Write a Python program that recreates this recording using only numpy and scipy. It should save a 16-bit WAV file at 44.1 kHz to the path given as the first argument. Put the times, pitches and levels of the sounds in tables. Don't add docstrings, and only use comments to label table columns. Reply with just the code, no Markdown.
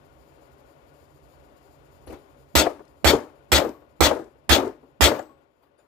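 import sys
import numpy as np
from scipy import signal
from scipy.fft import rfft, irfft, next_fast_len
from scipy.io import wavfile
from scipy.ndimage import uniform_filter1d, map_coordinates

SR = 44100
rng = np.random.default_rng(int(sys.argv[2]) if len(sys.argv) > 2 else 0)


def linear_from_db(decibels):
    return 10 ** (np.asarray(decibels, float) / 20)


def generate_wav(sig):
    pcm = np.round(np.clip(np.atleast_2d(sig).T, -1, 1) * 32767).astype(np.int16)
    wavfile.write(sys.argv[1], SR, pcm)


N = 258862

# start in seconds, peak in dB, steel mode favoured by the spot struck in Hz,
# hammer head ring in dB, extra treble duck of the left port in dB.
BLOWS = [
    (2.5525, -7, 6530, -17, -2),
    (3.045, -5.5, 3930, -19.5, 30),
    (3.518, -7, 4560, 2, 3),
    (4.006, -6, 4720, -10, 26.5),
    (4.493, -5.5, 3740, -7.5, 22),
    (5.008, -4, 5100, 1.5, 16),
]


def unit(x):
    return x / np.sqrt(np.mean(x ** 2) + 1e-20)


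def along(points, hz):
    f, v = np.transpose(points)
    return np.interp(np.log(hz + 1), np.log(f + 1), v)


def humps(peaks, hz):
    return sum(linear_from_db(db) * np.exp(-2 * ((hz - c) / w) ** 2) for c, w, db in peaks)


def wobble(knots_per_s):
    knots = rng.standard_normal(int(N * knots_per_s / SR) + 4)
    return map_coordinates(knots, [np.arange(N) * knots_per_s / SR])


def filtered(x, response):
    m = next_fast_len(N + SR // 2)
    return irfft(rfft(x, m) * response(np.fft.rfftfreq(m, 1 / SR)), m)[..., :N]


def dying(spectrum, t60s, patchy_db):
    hz, t, z = signal.stft(rng.standard_normal((2, SR // 2)), SR, nperseg=256)
    unevenness = uniform_filter1d(rng.standard_normal(z.shape[1:]), size=12, axis=1)
    patches = linear_from_db(patchy_db * unit(unevenness))
    colour = unit(linear_from_db(along(spectrum, hz)))[:, None]
    decay = linear_from_db(-60 * t / along(t60s, hz)[:, None])
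    return signal.istft(z * colour * patches * decay, SR, nperseg=256)[1][:, :SR // 2]


def ringing(modes, scatter_db, rough):
    t = np.arange(SR // 2) / SR
    out = np.zeros((2, len(t)))
    for hz, db, t60_s in modes:
        level = linear_from_db(db + scatter_db * rng.standard_normal() - 60 * t / t60_s)
        drift = rough * np.cumsum(rng.standard_normal(len(t))) / np.sqrt(SR)
        phase = 2 * np.pi * (hz * t + rng.random()) + drift
        out += level * np.sin(phase + [[0], [np.pi / 2]])
    return out


def add(track, sound, s):
    start = round(s * SR)
    track[:, start:start + sound.shape[-1]] += sound


def ports(pair, alike, left):
    def mix(hz, sign):
        turn = np.arccos(np.clip(along(alike, hz), -1, 1)) / 2
        return linear_from_db(sign * along(left, hz) / 2) * np.array([np.cos(turn), sign * np.sin(turn)])
    return np.array([filtered(pair, lambda hz: mix(hz, sign)).sum(axis=0) for sign in (1, -1)])


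def blows():
    # Hz, density in dB per Hz; then Hz, t60 in seconds.
    clang_spectrum = [(110, -27.5), (220, 0.5), (566, -6.5), (790, -4), (888, -3), (979, -14), (1390, -6.5),
                      (2870, -9.5), (3350, -8), (6140, -16.5), (8070, -13), (8730, -22.5), (16000, -15.5)]
    clang_t60 = [(200, 0.15), (700, 0.1), (1500, 0.11), (4000, 0.12), (12000, 0.1)]
    # Hz, level in dB.
    steel_modes = [(3292, -4), (3450, -2), (3822, -7), (4145, -6), (4470, -3), (5145, -6.5), (5590, -10),
                   (6485, -1.5), (7985, -3.5), (8910, -14), (9310, -16.5), (10170, -16), (11660, -7.5)]
    plate_modes = [(1234, -0.5), (1384, -1), (1969, -1.5), (2322, -5.5)]
    # Hz, level in dB, t60 in seconds, share of the blow's ring dB.
    head_modes = [(1090, -45, .4, .6), (7867, -53, .4, .3), (9755, -51, .4, -.2), (14190, -38, .4, 1)]
    # Hz, level in dB, t60 in seconds.
    board_modes = [(305, 0, 0.36), (390, -12.5, 0.083), (442.3, -15, 0.083), (546, 4.5, .25),
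                   (606.7, 0.5, 0.32), (684, -2.5, 0.22), (887.6, -0.5, 0.26)]
    # Hz, density in dB per Hz; then Hz, t60 in seconds.
    echo_spectrum = [(40, -24.5), (75, -16), (190, -26.5), (340, -4.5), (750, -11), (1240, -13.5),
                     (2770, -27.5), (8000, -36.5), (8800, -42.5), (15500, -41)]
    echo_t60 = [(60, .4), (500, .33), (2500, .3), (12000, .3)]
    hop_s, flight_s, free_db = 0.024, 0.038, 11.5
    spot_db_per_octave, steel_t60_s = 10, 0.12
    shop_grows = 0.87

    out, t = np.zeros((2, N + SR)), np.arange(SR // 2) / SR
    airborne = np.exp(-(np.abs(t - hop_s - flight_s / 2) / (flight_s / 2)) ** 4)
    chatter = linear_from_db(1 * wobble(knots_per_s=120))
    for s, db, spot_hz, ring_db, _ in BLOWS:
        clang = linear_from_db(18.5) * dying(clang_spectrum, clang_t60, patchy_db=3.5)
        struck = [(hz, level - spot_db_per_octave * abs(np.log2(hz / spot_hz)), steel_t60_s)
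                  for hz, level in steel_modes]
        block = linear_from_db(5 + free_db * airborne) * ringing(struck, scatter_db=3.5, rough=12)
        plate = [(hz, level, 0.11) for hz, level in plate_modes]
        base = linear_from_db(7.5) * ringing(plate, scatter_db=1.5, rough=15)
        wood = linear_from_db(-6.5) * ringing(board_modes, scatter_db=0.5, rough=14)
        shop = linear_from_db(-4 + shop_grows * (db + 5.5)) * dying(echo_spectrum, echo_t60, patchy_db=2.5)
        shop *= 1 - np.exp(-t / 0.046)
        rung = [(hz, level + share * ring_db, t60_s) for hz, level, t60_s, share in head_modes]
        head = ringing(rung, scatter_db=0, rough=1.5)
        steel = (clang + block + base + shop) * chatter[round(s * SR):][:len(t)]
        onset = 1 - np.exp(-t / 0.0006)
        add(out, (linear_from_db(db) * (steel + wood) + head) * onset, s)
    return out[:, :N]


def thump():
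    t = np.arange(SR // 2) / SR
    return np.sin(2 * np.pi * 72 * t + 3.3) * linear_from_db(-60 * t / 0.082) * (1 - np.exp(-t / 0.008)) ** 2


def shaking():
    # Hz, density in dB per Hz.
    knock_spectrum = [(120, -23.5), (250, 2.5), (500, -9.5), (1000, -5.5), (2000, -20), (4000, -41)]
    # start in seconds, level in dB.
    nudges = [
        (2.076, -20),
        (2.121, -24),
    ]

    out = np.zeros((2, N + SR))
    for s, db, *_ in BLOWS:
        knock = linear_from_db(14.5) * dying(knock_spectrum, [(250, 0.069), (1500, 0.011)], patchy_db=-5.5)
        knock = knock * linear_from_db([[-14], [0]])
        sway = linear_from_db(25.5) * thump() * linear_from_db([[-7], [0]])
        add(out, linear_from_db(db) * (knock + sway), s)
    for s, db in nudges:
        add(out, linear_from_db(db) * thump() * linear_from_db([[-13], [0]]), s)
    return out[:, :N]


def landings():
    # start in seconds, peak in dB, note in Hz.
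    hopped = [(2.664, -5.5, 694), (2.702, -28, 620), (2.792, -28, 427), (3.132, -6.5, 319),
              (3.208, -31, 332), (3.406, -48, 449), (3.563, -13.5, 443), (3.617, -11, 522),
              (3.646, -11, 338), (3.689, -28.5, 342), (3.82, -41, 436), (3.844, -48, 350), (4.109, -6, 527),
              (4.165, -19, 545), (4.19, -23, 317), (4.26, -38, 390), (4.355, -47, 462.6),
              (4.581, -9.5, 290), (4.629, -16.5, 318), (4.666, -18.5, 349), (4.829, -42, 284),
              (5.116, -12, 560), (5.184, -22, 511), (5.193, -20, 609), (5.225, -37, 560), (5.302, -44, 267),
              (5.401, -57, 500)]
    # start in seconds, peak in dB, note in Hz.
    settings = [
        (2.071, -30.5, 302),
        (2.097, -29, 318),
        (2.122, -28.5, 304),
        (5.785, -51.5, 610),
    ]
    # Hz, density in dB per Hz.
    thud_spectrum = [(150, -21.5), (250, 6), (350, 11.5), (600, 0.5), (1350, -8.5), (1800, -22.5),
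                     (5000, -47)]
    edge_spectrum = [(800, -26.5), (2000, 0.5), (4500, -1.5), (9000, -7.5), (15500, -7.5)]

    out, t = np.zeros((2, N + SR)), np.arange(SR // 2) / SR
    drops = [(s, db, hz, 0.17 * (hz / 350) ** -0.98, -39.5) for s, db, hz in hopped]
    drops += [(s, db, hz, 0.26, -16.5) for s, db, hz in settings]
    for s, db, hz, t60_s, edge_db in drops:
        body = [(f * (hz / 350) ** 0.6, level) for f, level in thud_spectrum]
        thud = dying(body, [(300, t60_s), (1500, 0.6 * t60_s)], patchy_db=3)
        note = ringing([(hz, -3, 0.7 * t60_s)], scatter_db=0, rough=10)
        edge_t60 = [(2000, 0.96 * t60_s), (12000, 0.43 * t60_s)]
        edge = linear_from_db(edge_db) * dying(edge_spectrum, edge_t60, patchy_db=4.5)
        dull = (thud + note) * (1 - np.exp(-t / 0.002))
        bright = edge * (1 - np.exp(-t / (0.024 * t60_s)))
        add(out, linear_from_db(db - 8.5) * (dull + bright), s)
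    return out[:, :N]


def tinks():
    # start in seconds, level in dB, mode in Hz, t60 in seconds.
    touches = [(2.066, -52, 11000, 0.071), (2.631, -42, 4790, 0.11), (3.745, -52, 1110, 0.24),
               (4.19, -68.5, 8000, .3), (5.192, -61.5, 7867, 0.42), (5.197, -52, 7160, 0.084),
               (5.295, -52.5, 1100, 0.22), (5.63, -78, 4750, .15), (5.779, -82, 10870, .2),
               (5.79, -68, 7050, 0.14), (5.78, -75, 9700, 0.22), (5.78, -77, 4750, 0.17)]

    out = np.zeros((2, N + SR))
    for s, db, hz, t60_s in touches:
        add(out, ringing([(hz, db, t60_s)], scatter_db=-1, rough=3.6), s)
    return out[:, :N]


def rattles():
    # start in seconds, peak in dB.
    clicks = [(2.7023, -49.5), (2.7343, -95), (2.8524, -54.5), (2.8794, -55), (3.137, -26), (3.1672, -38),
              (3.2041, -43.5), (3.236, -56.5), (3.562, -13), (3.6444, -47.5), (3.6698, -48), (3.6917, -41),
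              (4.1496, -37.5), (4.1898, -50), (4.215, -56), (4.243, -52), (4.5994, -37.5), (4.6589, -44.5),
              (4.6775, -42), (5.1922, -39), (5.227, -49.5), (5.2545, -58)]
    # start in seconds, level in dB, t60 in seconds.
    rustles = [
        (2.069, -55, 0.25),
        (2.118, -50.5, 0.2),
        (5.62, -63.5, 0.28),
        (5.782, -66.5, 0.33),
    ]
    # Hz, density in dB per Hz.
    click_spectrum = [(1500, -21), (3500, -3.5), (6500, -3), (8200, -3), (10000, -14.5), (15500, -18)]
    cloth_spectrum = [(500, 2), (1200, 4), (4800, -19), (6000, -25), (11000, -19), (15500, -17.5)]

    out, t = np.zeros((2, N + SR)), np.arange(SR // 2) / SR
    for s, db in clicks:
        click = dying(click_spectrum, [(2000, 0.029), (12000, 0.023)], patchy_db=3.5)
        add(out, linear_from_db(db - 10.5) * click, s)
    for s, db, t60_s in rustles:
        rub = dying(cloth_spectrum, [(1000, t60_s)], patchy_db=6.0)
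        add(out, linear_from_db(db) * rub * (1 - np.exp(-t / 0.0079)), s)
    return out[:, :N]


def fan():
    # time in seconds, level in dB.
    strength = [(0, 0), (.6, -0.5), (1.2, -0.5), (2.0, 1), (2.5, -2), (4.4, -4), (5.0, -5), (5.42, -6),
                (5.52, -10.5), (5.87, -9)]
    # Hz, density in dB per Hz.
    air_spectrum = [(110, -42.5), (180, -5), (205, -7), (314, -1.5), (348, -8), (392, -2.5), (481, -5.5),
                    (533, -7), (828, -11), (891, -9.5), (1600, -22.5), (3100, -32), (6000, -43),
                    (7800, -70.5), (13200, -120)]
    # Hz, width in Hz, level in dB.
    duct_peaks = [(307, 71, -7.5), (390, 15, 0.5), (560, 54, 9.5), (690, 81, 0.5), (1105, 50, 1),
                  (1449, 65, 6.5), (2970, 1500, -2.5)]
    hum_peaks = [(66.3, 37, 3), (142.7, 26, 4.5), (104, 51, -12), (40, 31, -15.5)]
    hiss_peaks = [(4700, 1300, -4), (7050, 910, -2), (9440, 680, -0.5), (11800, 500, 0), (12840, 470, 2),
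                  (14700, 780, 0)]

    def noise(response):
        return unit(filtered(rng.standard_normal((2, N)), response))

    t = np.arange(N) / SR
    strength_db = np.interp(t, *np.transpose(strength))
    air_db = -58 + strength_db + 0.77 * wobble(5.4)
    hum_db = -59.5 + 1.3 * strength_db + 1.5 * wobble(1.5)
    sunk_db = 1.5 * sum(t > s for s, *_ in BLOWS)
    hiss_db = -75 + 0.58 * strength_db - sunk_db
    air = noise(lambda hz: linear_from_db(along(air_spectrum, hz)) * (1 + humps(duct_peaks, hz) / 2))
    hum = noise(lambda hz: humps(hum_peaks, hz))
    flutter = noise(lambda hz: humps(hiss_peaks, hz)) * linear_from_db(5 * np.tanh(1.5 * wobble(40)))
    hiss = unit(unit(flutter) + linear_from_db(-4) * noise(lambda hz: 1.0 * (hz > 3000)))
    return linear_from_db(air_db) * air + linear_from_db(hum_db) * hum + linear_from_db(hiss_db) * hiss


def scene():
    # Hz, likeness from -1 to 1.
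    near_alike = [(60, .9), (300, .85), (650, .7), (1400, .35), (3000, .15), (15000, .05)]
    far_alike = [(60, 0.5), (180, 1), (550, 0.26), (1650, -1), (4970, 0.5), (15000, -0.5)]
    # Hz, level in dB.
    near_left = [(60, -6), (150, -4), (330, 6), (700, 9.5), (2400, 10), (15000, 10)]
    far_left = [(60, -11.5), (150, -7), (380, 8), (950, 13.5), (2380, 21), (5980, 19.5), (15000, 10.5)]

    near = ports(blows() + landings() + tinks() + rattles(), near_alike, near_left)
    return near + shaking() + ports(fan(), far_alike, far_left)


def band_limit(x):
    return signal.sosfilt(signal.butter(12, 16790, fs=SR, output="sos"), x)


def record(dry):
    # Hz, width in Hz, depth in dB.
    dips = [(180, 49, -7), (8340, 120, -5)]
    top_hz, low_cut_hz = 15600, 45
    left_treble_s, left_bass_db, left_bass_s = 0.033, 27.5, 0.028

    t = np.arange(N) / SR
    duck_db, bass_db, treble_db = np.zeros((3, 2, N))
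    for s, *_, left_db in BLOWS:
        since = np.where(t > s - 0.005, t - s, 9)
        duck_db -= [[28], [21]] * np.clip(1 - since / [[0.065], [0.06]], 0, 1)
        treble_db[0] -= left_db * np.clip(1 - since / left_treble_s, 0, 1) ** 1.7
        bass_db[0] -= left_bass_db * np.clip(1 - since / left_bass_s, 0, 1) ** 3.7

    def gain(db):
        return linear_from_db(uniform_filter1d(db, size=150, axis=1))

    def microphone(hz):
        edge = linear_from_db(-30 / (1 + np.exp((top_hz - hz) / 60)))
        notches = linear_from_db(sum(db * np.exp(-2 * ((hz - c) / w) ** 2) for c, w, db in dips))
        ratio = low_cut_hz / (hz + 1)
        low_cut = 1 / (1 - np.sqrt(2) * 1j * ratio - ratio ** 2) ** 2
        return edge * notches * low_cut

    bass = filtered(dry, lambda hz: 1 / (1 + (hz / 1600) ** 4))
    x = ((dry - bass) * gain(treble_db) + bass * gain(bass_db)) * gain(duck_db)
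    x = x / (1 + np.abs(x / 0.95) ** 4) ** (1 / 4)
    return band_limit(filtered(x, microphone))


dry = scene()
out = record(dry)
generate_wav(out)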